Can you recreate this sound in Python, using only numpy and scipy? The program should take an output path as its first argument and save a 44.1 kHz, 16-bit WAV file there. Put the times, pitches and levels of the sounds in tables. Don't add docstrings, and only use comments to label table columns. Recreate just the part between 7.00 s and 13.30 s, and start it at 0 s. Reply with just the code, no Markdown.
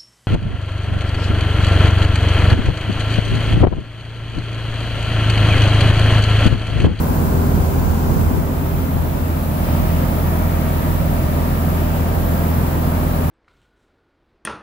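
import sys
import numpy as np
from scipy import signal
from scipy.io import wavfile
from scipy.ndimage import uniform_filter1d, map_coordinates

SR = 44100
rng = np.random.default_rng(int(sys.argv[2]) if len(sys.argv) > 2 else 0)


def inscribe(sig):
    pcm = np.round(np.clip(np.atleast_2d(sig).T, -1, 1) * 32767)
    wavfile.write(sys.argv[1], SR, pcm.astype(np.int16))


def boost(x):
    u = np.asarray(x, float) / 20
    return 10 ** u


N = 277830

# (multiple of crank speed, level [dB rms], left-right [dB])
FIRING_ORDERS = [(2, -26, -2.2), (3.5, -39, -.6), (4, -20, -.1), (6, -35, -2.1), (7, -30, -1.5),
                 (8, -27, -1.2), (10, -34, .1), (12, -35, -.7), (18, -49, -1.5), (30, -48, .6),
                 (32, -49, -6.)]
# (multiple of blade rate, level at wheel [dB rms], level at gauge [dB rms])
FAN_TONES = [(1, -38, -40), (2, -38, -37), (3, -37, -46), (4, -48, -49)]
# (time [s], closeness to the wheel opening [0-1], left-right of the hiss [dB])
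HAND_PATH = [
    (0, 0.9, 0.5),
    (1.1, 1, 1.5),
    (1.5, 0.64, -2),
    (1.9, 0.4, -1),
    (2.3, 0.4, -0.5),
    (2.8, 0.15, -0.5),
    (6.3, 0.42, -1.5),
]
# (time [s], level [dB])
PORT_SHADE = [(0, 0.4), (.6, -0.8), (1.2, -1.3), (1.45, -3.5), (1.8, -3.5), (2.5, -3), (2.7, .3),
              (3.5, -0.3), (4.1, -0.6), (4.5, -0.46), (5.5, 0), (6.3, -0.5)]
# (time [s], extra path [m])
RIM_PATH = [(2.3, .2435), (2.8, .2216), (3.2, .214), (3.9, .1777), (4.2, .1765), (4.8, .1887), (5.2, .1736),
            (6.3, .1708)]
# (time [s], level [dB], port [0 left, 1 right])
WIND_GUSTS = [(.10, -23, 0), (.244, -17, 1), (.40, -21, 0), (.57, -19, 1), (.72, -18, 1), (.823, -24, 0),
              (.905, -16, 1), (1.11, -19, 1), (1.19, -14, 1), (1.36, -13, 0), (1.623, -33, 1),
              (1.786, -20, 1), (2.002, -22, 0), (2.20, -35, 1), (2.674, -25, 1), (2.82, -23, 1),
              (3.983, -19, 1), (4.115, -37, 1), (5.16, -24, 1)]
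# (time [s], peak [dB], swing [Hz], left-right [dB])
PORT_BUFFETS = [(.405, -17, 90, -3), (.551, -17, 60, -10), (.609, -10, 80, 10), (.803, -20, 80, 6),
                (.911, -14, 65, -8), (1.168, -18, 55, -10), (1.272, -15, 70, -10), (2.003, -18, 70, 8)]
# (frequency [Hz], density [dB per Hz])
RUMBLE_COLOUR = [(28, -23), (45, 0.5), (70, -2.5), (98, -7.5), (128, 1), (160, -4), (190, -8), (225, -1.5),
                 (255, -5.5), (285, -8.5), (330, -8.5), (365, -16.5), (480, -19.5), (700, -43)]
# (frequency [Hz], lift [dB])
WHEEL_LIFT = [(180, .1), (245, 3.7), (300, 0.61), (390, 6.7), (460, 1.9), (600, .1)]
# (frequency [Hz], density [dB per Hz])
ROAR_AT_WHEEL = [(260, -58), (450, -4.5), (541, -4), (596, -2.5), (643, -0.5), (910, -3), (993, -1),
                 (1190, -8.5), (1580, -11), (1760, -20), (2010, -20.5), (3000, -27.5), (6000, -41),
                 (7800, -36), (13200, -120)]
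# (frequency [Hz], density [dB per Hz])
ROAR_AT_GAUGE = [(260, -7.5), (450, -13), (480, -13.5), (518, -3.5), (637, 1.5), (844, -7), (930, -1.5),
                 (1050, -10.5), (1130, -6), (1320, -8), (1480, -15.5), (1840, -12.5), (2030, -19.5),
                 (2190, -19), (6000, -37), (7800, -39), (13200, -120)]
# (frequency [Hz], density [dB per Hz])
HISS_AT_WHEEL = [(2900, -33), (4500, -12.5), (5800, -14), (7000, -10), (7700, -13), (8300, -13),
                 (9100, -15), (10200, -9.5), (11300, -7.5), (12500, -3), (13900, -8), (14800, 0),
                 (15500, 0), (16500, 1.5)]
# (frequency [Hz], density [dB per Hz])
HISS_AT_GAUGE = [(2900, -30), (5000, -33), (6400, -36), (7100, -24), (7650, -9.5), (8200, -18), (8900, -31),
                 (9500, -12), (10300, -8), (11500, -2.5), (13000, -4), (14200, -1), (15400, 1.5),
                 (16500, 2)]
# (frequency [Hz], density [dB per Hz])
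WIND_COLOUR = [(25, -25), (42, 5), (70, 13.5), (130, -5), (250, -5), (420, -13), (800, -45.5)]
# (frequency [Hz], shared power [0-1])
PORT_LIKENESS = [(60, 0.79), (200, 1), (330, 0.55), (520, 0.44), (700, 0.25), (900, 0.29), (1400, 0.27),
                 (3000, 0), (15000, 0.36)]
# (frequency [Hz], lead [radians])
PORT_LEAD = [(60, 0.48), (520, 0.36), (860, 2.32), (2240, 5.97), (4570, 8.7), (15000, 11.5)]
# (frequency [Hz], left-right [dB])
LEFT_RIGHT = [(60, -1.5), (110, -1.5), (200, 0.5), (380, -2), (700, -1.5), (1290, -0.5), (2380, 0.5),
              (4400, 3), (8120, 3.5), (15000, 3.5)]

FRAME, HOP = 2048, 512
SIDES = np.array([.5, -.5])[:, None]


def columns(rows, at_s):
    s, *values = np.transpose(rows)
    return [np.interp(at_s, s, v) for v in values]


def at_hz(points, hz):
    table_hz, values = np.array(points).T
    return np.interp(np.log(hz + 1), np.log(table_hz), values)


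def above(hz, corner_hz, order):
    return 1 / (1 + (corner_hz / (hz + 1)) ** order)


def drift(shape, span):
    slow = rng.standard_normal(shape)
    for _ in range(2):
        slow = uniform_filter1d(slow, max(round(span), 1), axis=-1, mode="wrap")
    return slow / slow.std()


def short_spectra(x):
    hz, s, z = signal.stft(x, SR, nperseg=FRAME, noverlap=FRAME - HOP)
    return hz[:, None], s, z


def sound(z):
    return signal.istft(z, SR, nperseg=FRAME, noverlap=FRAME - HOP)[1][..., :N]


def coloured(z, colour_db, level_db):
    gain = boost(colour_db)
    rms = np.sqrt(np.mean(gain ** 2, axis=0))
    return z * gain / rms * boost(level_db)


def patches(hz, s, depth_db, span):
    rows = drift((64, len(s)), span)
    row = np.clip(6 * np.log2((hz[:, 0] + 1) / 20), 0, 63)
    where = np.meshgrid(row, np.arange(len(s)), indexing="ij")
    return depth_db * map_coordinates(rows, where, order=1)


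def wheel_closeness(at_s):
    return np.clip(columns(HAND_PATH, at_s)[0], 0, 1)


def heard(at_s, gauge_db, shade_share, wheel_lift_db):
    shade_db = columns(PORT_SHADE, at_s)[0]
    return gauge_db + shade_share * shade_db + wheel_lift_db * wheel_closeness(at_s)


def port_noise():
    hz, s, (shared, left, right) = short_spectra(rng.standard_normal((3, N)))
    sides = SIDES[:, None]
    alike = np.clip(at_hz(PORT_LIKENESS, hz), 0, 1)
    own = np.sqrt(1 - alike) * np.array([left, right])
    common = np.sqrt(alike) * shared * np.exp(1j * sides * at_hz(PORT_LEAD, hz))
    return hz, s, (common + own) * boost(sides * at_hz(LEFT_RIGHT, hz))


def firing():
    crank_hz, first_firing_s, pipe_hz = 20.813, .0165, 135
    t, out = np.arange(N) / SR, 0
    crank = 2 * np.pi * crank_hz * (t - first_firing_s) + 0.009 * drift(N, 11000)
    for multiple, level_db, pan_db in FIRING_ORDERS:
        order_hz = multiple * crank_hz
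        waver_db = 0.78 * drift(N, 3800)
        lead = SIDES * at_hz(PORT_LEAD, order_hz)
        lead = lead + np.pi / 2 * (order_hz > pipe_hz)
        out = out + boost(level_db + waver_db + SIDES * pan_db) * np.cos(multiple * crank + lead)
    return np.sqrt(2) * out * boost(heard(t, .1, 0.82, -0.17))


def fan():
    blade_hz = 131.53
    t, out = np.arange(N) / SR, 0
    near = wheel_closeness(t)
    turn = 2 * np.pi * blade_hz * t + 0.14 * drift(N, 9000)
    for multiple, wheel_db, gauge_db in FAN_TONES:
        level_db = near * wheel_db + (1 - near) * gauge_db + 2.4 * drift(N, 1300)
        pan_db = 1.0 + 11.3 * near
        out = out + boost(level_db + SIDES * pan_db) * np.sin(multiple * turn)
    return np.sqrt(2) * out


def engine_noise():
    top_lift_db, sway_db = 2.2, .5
    hz, s, z = port_noise()
    near = wheel_closeness(s)
    rumble = at_hz(RUMBLE_COLOUR, hz) + near * at_hz(WHEEL_LIFT, hz)
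    roar = near * at_hz(ROAR_AT_WHEEL, hz) + (1 - near) * at_hz(ROAR_AT_GAUGE, hz)
    roar = roar + patches(hz, s, 0.8, 22)
    roar = roar + (top_lift_db + sway_db * drift(len(s), 14)) * above(hz, 2200, order=4)
    rumble_db = heard(s, -22.5, 0.54, 2.5) - 0.5
    roar_db = heard(s, -32.5, 0.83, -0.46) + 5.5
    return sound(coloured(z, rumble, rumble_db) + coloured(z, roar, roar_db))


def air_hiss():
    top_lift_db, flutter_db = 0.5, 0.53
    faced_s, turn_s, before, after = 2.45, .3, .11, 0.27
    left_echo_s, left_echo = 0.437e-3, 0.045
    hz, s, z = port_noise()
    near, pan_db = columns(HAND_PATH, s)
    colour = near * at_hz(HISS_AT_WHEEL, hz) + (1 - near) * at_hz(HISS_AT_GAUGE, hz)
    colour = colour + patches(hz, s, 1.0, 30)
    colour = colour + (top_lift_db + flutter_db * drift(len(s), 7)) * above(hz, 15400, order=24)
    delay_s = columns(RIM_PATH, s)[0] / 343
    strength = before + (after - before) * np.clip((s - faced_s) / turn_s + .5, 0, 1)
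    bright = above(hz, 11000, order=8)
    left = 1 + left_echo * bright * np.exp(-2j * np.pi * hz * left_echo_s) + 0 * s
    right = 1 + strength * bright * np.exp(-2j * np.pi * hz * delay_s)
    level_db = heard(s, -35, 0.58, -.5) + 6.2
    jet = coloured(z, colour, level_db) * boost(SIDES[:, None] * pan_db)
    return sound(jet * np.array([left, right]))


def wind():
    breeze_db, gust_half_s = -34, 0.063
    t = np.arange(N) / SR
    hz, s, z = short_spectra(rng.standard_normal((2, N)))
    strength = np.full((2, N), boost(breeze_db))
    for at_s, level_db, port in WIND_GUSTS:
        strength[round(port)] += boost(level_db) * np.exp(-((t - at_s) / gust_half_s) ** 2)
    lumps = boost(1.1 * drift((2, N), 970))
    return sound(coloured(z, at_hz(WIND_COLOUR, hz), 0)) * strength * lumps


def buffets():
    t, out = np.arange(N) / SR, 0
    for at_s, peak_db, swing_hz, pan_db in PORT_BUFFETS:
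        turns = (t - at_s) * swing_hz
        swing = np.cos(2 * np.pi * turns) * np.exp(-(turns / 0.52) ** 2)
        out = out - boost(peak_db + SIDES * pan_db) * swing
    return out


def scene():
    return firing() + fan() + engine_noise() + air_hiss() + wind() + buffets()


def band_limit(x):
    return signal.sosfilt(signal.butter(12, 17090, fs=SR, output="sos"), x)


def record(dry):
    bass_cut_hz, treble_wall_hz = 34, 15740
    bass_cut = signal.butter(6, bass_cut_hz, "high", fs=SR, output="sos")
    hz, s, z = short_spectra(signal.sosfiltfilt(bass_cut, dry))
    mix = sound(z * (hz < treble_wall_hz))
    return band_limit(mix)


dry = scene()
out = record(dry)
inscribe(out)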